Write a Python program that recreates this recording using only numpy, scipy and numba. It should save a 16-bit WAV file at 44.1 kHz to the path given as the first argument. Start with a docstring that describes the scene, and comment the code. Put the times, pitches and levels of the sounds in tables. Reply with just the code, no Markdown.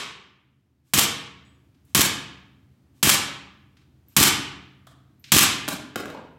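"""A small concrete room rings from a blow just struck, over a low drone.
A rifle is dropped butt first on the floor five more times. Each blow thuds and cracks,
loose parts rattle and clack back, and the bare walls echo and ring on.
Between blows: handling clicks, a faint metal ping, a hollow knock from the grip.
After the last blow the scope comes off, knocks on the floor twice with small bounces and rolls a little."""
import sys
import numpy as np
from scipy import signal
from scipy.fft import rfft, irfft
from scipy.io import wavfile
from scipy.ndimage import uniform_filter1d
from numba import njit

SR = 44100
rng = np.random.default_rng(int(sys.argv[2]) if len(sys.argv) > 2 else 0)


def dump_mix(stems):
    """Bounce the given channels to the path in sys.argv[1] as a 16-bit WAV at rate SR."""
    frames = np.atleast_2d(stems).T  # one column per channel
    limited = np.clip(frames, -1, 1)  # hard clip at full scale
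    pcm = np.round(limited * 32767).astype(np.int16)
    wavfile.write(sys.argv[1], SR, pcm)


N = 281358
LEAD = SR // 2  # samples before time zero, for the opening blow
TOTAL = N + LEAD

# reverberation decay: (frequency [Hz], T60 [s])
REVERB_T60 = [(60, 1), (250, 1), (500, 0.72), (1200, 0.76), (3000, 0.7), (5400, 0.51), (7700, 0.41),
              (11000, 0.33), (16000, 0.16)]
# floor, wall and ceiling echoes: (delay [s], level [dB])
NEAR_ECHOES = [(.005, -7.5), (0.014, -0.5), (0.0198, 0), (0.029, -6), (0.0395, 4.5), (0.0423, 5.5),
               (.053, -8.5)]
# long waves off the far walls: (delay [s], level [dB])
FAR_ECHOES = [(0.0707, -13), (0.125, -13.5)]
# room modes: (frequency [Hz], level [dB], T60 [s])
STANDING_WAVES = [(75, -14.5, 2.3), (130.7, -11.5, 4.1), (188.3, -5.5, 1.8), (277, -6, 1.1),
                  (374, -16, 0.46)]
# low drone: (frequency [Hz], level [dB])
DRONE_SPECTRUM = [(20, -35), (45, -17.5), (75, 3), (100, 0.5), (133, 2.5), (165, -8.5), (280, -3),
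                  (450, -21), (1000, -26.5), (4000, -35), (9000, -41.5), (16000, -42)]
# drone envelope: (time [s], level [dB])
DRONE_LEVELS = [(.9, -66.5), (1.6, -59)]
# butt landings: (time [s], strength [dB], looseness of fittings [dB], fall-back delay [s])
BUTT_BLOWS = [(-.235, -5.5, 9, .065), (0.9359, 0, .5, 0.05), (1.9479, 2, -2, 0.06),
              (3.0283, 1.5, 1.5, 0.064), (4.1654, 4.5, -0.15, .0638), (5.3193, 5, 1.14, 0.065)]
# barrel, rail and receiver: (frequency [Hz], width [Hz], level over the crack [dB])
RIFLE_MODES = [(1150, 60, -3), (1184, 12, -2), (1555, 24, -9.5), (1695, 76, -5.5), (2260, 100, -6.5),
               (3170, 90, -6), (3600, 27, -11.5), (4000, 45, -14), (5820, 53, -13.5), (7430, 270, -10.5),
               (7900, 88, -8.5)]
# broad crack: (frequency [Hz], level [dB])
CRACK_SPECTRUM = [(100, -25), (300, -8.5), (600, -9.5), (1000, -2.5), (2000, -2), (3000, 1.5), (4500, -1.5),
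                  (8000, 0), (9700, -4), (12500, -1.5), (15800, -8.5), (18000, -41)]
# butt thud: (frequency [Hz], level [dB])
THUD_SPECTRUM = [(25, -28), (60, -5.5), (90, -1.5), (128, 6.5), (200, 3), (280, 1), (450, -10.5),
                 (900, -18.5), (4000, -67.5)]
# dull knock of loose parts and scope: (frequency [Hz], level [dB])
KNOCK_SPECTRUM = [(60, -20), (140, 0), (300, 5.5), (750, -6), (1050, -6.5), (1450, -2.5), (2000, -9.5),
                  (5000, -20), (16000, -52.5)]
# metal ping: (frequency [Hz], width [Hz], level [dB])
PING_MODES = [(6961, 6.5, -2), (7978, 7.5, -2)]
# handling and settling: (time [s], level [dB], centre [Hz], spread [octaves])
HANDLING_CLICKS = [(1.747, -57, 2193, 1.4), (1.85, -53.5, 12000, .9), (3.769, -46.5, 2296, 1.27),
                   (4.084, -43.5, 13300, .15), (5.196, -49, 13000, 0.14), (5.2411, -31, 3160, .94),
                   (6.146, -27, 900, 0.23)]
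# hollow grip: (frequency [Hz], width [Hz], level [dB])
GRIP_MODES = [(700, 87, 0.5), (1203, 260, 0.5), (3300, 470, -8), (7300, 2000, -23)]
# scope on the floor: (time [s], strength [dB], bright part [dB], tube ring [dB])
SCOPE_LANDINGS = [(5.679, -16, -4, -4.5), (5.686, -17.5, 5, -1), (5.7181, -28.5, -1, -26),
                  (5.958, -14, -9, -0.5), (6.057, -24, -12, -27), (6.101, -27.5, -15, -6)]
# scope tube: (frequency [Hz], width [Hz], level [dB])
TUBE_MODES = [(278.3, 72, -7), (487, 190, 0), (750, 180, 2), (1423, 64, 6), (1560, 65, -7),
              (2870, 490, -9.5)]
# rolling rumble: (frequency [Hz], level [dB])
ROLL_SPECTRUM = [(50, -22.5), (130, -7.5), (300, -8), (600, -0.5), (900, -21), (1150, -12.5), (1600, -34),
                 (2500, -20), (14000, -56)]


def undb(db):
    """Decibels to gain."""
    return 10 ** (np.asarray(db) / 20)


def unit(x):
    """Scale to unit energy."""
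    return x / np.sqrt(np.sum(x ** 2))


def seconds(count):
    """Time axis of count samples."""
    return np.arange(count) / SR


def lookup(points, hz):
    """Interpolate (Hz, value) points over log frequency."""
    f, value = np.transpose(points)
    return np.interp(np.log(np.maximum(hz, 1)), np.log(f), value)


def through(x, response):
    """Convolve, keeping the length of x."""
    return signal.fftconvolve(x, response)[:len(x)]


def colour(points, size=8192):
    """Minimum-phase, unit-energy response shaped by (Hz, dB) points."""
    gain = undb(lookup(points, np.fft.rfftfreq(size, 1 / SR)))
    cepstrum = irfft(np.log(gain))
    cepstrum[1:size // 2] *= 2
    cepstrum[size // 2 + 1:] = 0
    return unit(irfft(np.exp(rfft(cepstrum))))


def resonances(modes):
    """Impulse response of damped modes."""
    t = seconds(SR // 4)
    return sum(undb(db) * 2 * np.pi * width_hz / SR
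               * np.exp(-np.pi * width_hz * t) * np.cos(2 * np.pi * hz * t)
               for hz, width_hz, db in modes)


def add(track, time_s, x):
    """Mix x into the track at time_s."""
    i = LEAD + int(time_s * SR)
    track[i:i + len(x)] += x[:len(track) - i]


def flat_burst(envelope):
    """Enveloped noise with the near-flat spectrum of a sharp impact."""
    x = rng.standard_normal(len(envelope)) * envelope
    for _ in range(4):
        white = irfft(np.exp(1j * np.angle(rfft(x))), len(x))
        local_rms = np.sqrt(np.abs(uniform_filter1d(white ** 2, 128)) + 1e-12)
        x = white * envelope / local_rms
    return unit(x)


def contact(length_s):
    """Hard contact: a dying burst of tiny collisions."""
    t = seconds(SR // 15)
    return flat_burst(np.exp(-(t / length_s) ** 1.3 / 2))


def reverberation(build_s, size):
    """Diffuse sound builds between bare walls; treble dies first."""
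    t, f = seconds(size), np.fft.rfftfreq(size, 1 / SR)
    spectrum = rfft(rng.standard_normal(size))
    centres_hz = np.geomspace(50, 16000, 18)
    tail = 0
    for hz, weights in zip(centres_hz, np.eye(len(centres_hz))):
        band = irfft(spectrum * lookup(np.c_[centres_hz, weights], f), size)
        tail += band * np.exp(-np.log(1000) * t / lookup(REVERB_T60, hz))
    return unit(tail * (1 - np.exp(-t / build_s)))


def treble_room(direct_db, echo_db, tail_db, scatter_s):
    """Short waves: direct sound, echoes scattered by corners, reverberation."""
    response = undb(tail_db) * reverberation(build_s=0.011, size=SR)
    response[0] += undb(direct_db)
    for delay_s, db in NEAR_ECHOES:
        echo, i = contact(scatter_s), int(delay_s * SR)
        response[i:i + len(echo)] += undb(db + echo_db) * echo
    return response


def bass_room(tail_db, modes_db):
    """Long waves echo, reverberate and excite standing waves."""
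    response = undb(tail_db) * reverberation(build_s=0.021, size=3 * SR // 2)
    t = seconds(len(response))
    for hz, db, t60_s in STANDING_WAVES:
        response += undb(db + modes_db) * np.cos(2 * np.pi * hz * t) * np.exp(-np.log(1000) * t / t60_s)
    response[0] += 1
    for delay_s, db in FAR_ECHOES:
        response[int(delay_s * SR)] += undb(db)
    return response


def walls(x, spots=4, dwell_s=0.037):
    """Clatter moves from spot to spot on the rifle; each has its own room response."""
    active_spot = (seconds(TOTAL) // dwell_s) % spots
    sound = np.zeros(TOTAL)
    for spot in range(spots):
        share = uniform_filter1d(1.0 * (active_spot == spot), 128)
        room = treble_room(direct_db=4.5, echo_db=-12.5, tail_db=1.5, scatter_s=0.0049)
        sound += through(x * share, room)
    return sound


def drone():
    """Low noise; rises early, then holds."""
    level_db = np.interp(seconds(TOTAL) - LEAD / SR, *np.transpose(DRONE_LEVELS))
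    return undb(level_db) * through(rng.standard_normal(TOTAL), colour(DRONE_SPECTRUM))


def swish(length_s):
    """Rustle of the downswing."""
    envelope = np.hanning(int(length_s * SR))
    return unit(rng.standard_normal(len(envelope)) * envelope)


def rifle_body():
    """Broad crack plus the ring of barrel, rail and receiver."""
    response = resonances(RIFLE_MODES)
    response[0] += 1
    return unit(through(response, colour(CRACK_SPECTRUM)))


def cracks(swish_lead_s=0.11, swish_db=-51):
    """The rifle swings down; the butt hits concrete and excites the body."""
    force = np.zeros(TOTAL)
    for time_s, db, *_ in BUTT_BLOWS:
        add(force, time_s - swish_lead_s, undb(db + swish_db) * swish(length_s=0.13))
        add(force, time_s, undb(db) * contact(length_s=0.0093))
    return through(force, rifle_body())


def thuds(lag_s=0.0037):
    """The rifle's weight lands in one push, repeated by the near walls."""
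    force = np.zeros(TOTAL)
    for time_s, db, *_ in BUTT_BLOWS:
        for delay_s, echo_db in [(0, 0), *NEAR_ECHOES]:
            add(force, time_s + lag_s + delay_s, undb([db + echo_db]))
    return through(force, colour(THUD_SPECTRUM))


def rattle(peak_s, grain_db):
    """Chatter of fittings: swells, then stops as they seat."""
    t = seconds(SR // 6)
    grains = np.repeat(rng.standard_normal(len(t)), 64)[:len(t)]
    swell = (t / peak_s) * np.exp(-(t / peak_s) ** 4 / 4)
    return flat_burst(undb(grain_db * grains) * swell)


def loose_parts(rattle_db=-2.5, knock_db=-20, gap_s=0.0068, contact_s=0.0028):
    """Parts rattle, then fall back: a bright double clack over a dull knock."""
    bright, dull = np.zeros((2, TOTAL))
    for time_s, db, loose_db, fall_s in BUTT_BLOWS:
        add(bright, time_s, undb(db + loose_db + rattle_db) * rattle(peak_s=0.047, grain_db=6.5))
        for delay_s, clack_db in (fall_s, -2.5), (fall_s + gap_s, -1):
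            add(bright, time_s + delay_s, undb(db + loose_db + clack_db) * contact(contact_s))
            add(dull, time_s + delay_s, undb(db + knock_db) * contact(contact_s))
    return through(bright, rifle_body()) + through(dull, colour(KNOCK_SPECTRUM))


def ping(time_s, gain_db):
    """Metal rings faintly as the rifle is lifted."""
    track = np.zeros(TOTAL)
    add(track, time_s, undb(gain_db) * unit(resonances(PING_MODES)))
    return track


def clicks():
    """Light handling and settling contacts, each in its own band."""
    track, f = np.zeros(TOTAL), np.geomspace(30, 20000, 80)
    for time_s, db, centre_hz, spread_oct in HANDLING_CLICKS:
        band_db = -20 * np.log10(1 + (np.log2(f / centre_hz) / spread_oct) ** 4)
        add(track, time_s, undb(db) * through(contact(length_s=0.0055), colour(np.c_[f, band_db])))
    return track


def grip_knock(time_s, gain_db):
    """Hollow knock as the grip shifts."""
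    track = np.zeros(TOTAL)
    add(track, time_s, undb(gain_db) * through(contact(length_s=0.0059), unit(resonances(GRIP_MODES))))
    return track


def falling_scope(contact_s=0.00298):
    """The scope hits the floor: dull knock, bright clatter, tube ring."""
    dull, bright, tube = np.zeros((3, TOTAL))
    for time_s, db, bright_db, ring_db in SCOPE_LANDINGS:
        for track, part_db in (dull, 0), (bright, bright_db), (tube, ring_db):
            add(track, time_s, undb(db + part_db) * contact(contact_s))
    return (through(dull, colour(KNOCK_SPECTRUM)) + through(bright, rifle_body())
            + through(tube, unit(resonances(TUBE_MODES))))


def rolling_scope(start_s, gain_db, rise_s=0.057, hold_s=0.11, fade_db_per_s=249.5, grain_db=9):
    """The rim bumps over the concrete's grain: speeds up, rolls on, runs out."""
    t = seconds(TOTAL) - LEAD / SR - start_s
    slowing_s = np.maximum(t - rise_s - hold_s, 0)
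    envelope = np.clip(t / rise_s, 0, 1) * undb(gain_db - fade_db_per_s * slowing_s)
    hits = rng.random(TOTAL) < 1 / 64
    bumps = hits * rng.standard_normal(TOTAL) * undb(grain_db * rng.standard_normal(TOTAL))
    return through(bumps / bumps.std() * envelope, colour(ROLL_SPECTRUM))


def scene():
    """Clatter, thuds and drone in the room, heard near the floor."""
    handling = ping(time_s=1.45, gain_db=-53) + clicks() + grip_knock(time_s=4.869, gain_db=-35)
    clatter = undb(8.5) * (cracks() + loose_parts() + handling + falling_scope())
    sound = walls(clatter + rolling_scope(start_s=6.0, gain_db=-48.5))
    sound += through(thuds(), bass_room(tail_db=-14, modes_db=-65.5))
    return (sound + drone())[None, LEAD:]


@njit
def follow(x, attack, release):
    """Level follower with per-sample rise and fall coefficients."""
    levels, level = np.empty(len(x)), 0.0
    for i in range(len(x)):
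        level += (abs(x[i]) - level) * (attack if abs(x[i]) > level else release)
        levels[i] = level
    return levels


def limit(x, threshold_db, attack_s, release_s):
    """Cut the gain while the level exceeds the threshold."""
    level = follow(x, 1 / (attack_s * SR), 1 / (release_s * SR))
    return x / np.maximum(1, level / undb(threshold_db))


def record(dry):
    """Limiter, soft clip, steep low-pass."""
    ceiling, cutoff_hz = 0.8, 16000
    limited = limit(dry[0], threshold_db=-12.5, attack_s=0.0045, release_s=0.014)
    clipped = ceiling * np.tanh(limited / ceiling)
    lowpass = signal.ellip(12, 0.2, 90, cutoff_hz, fs=SR, output="sos")
    return signal.sosfilt(lowpass, clipped)[None]


dry = scene()
out = record(dry)
dump_mix(out)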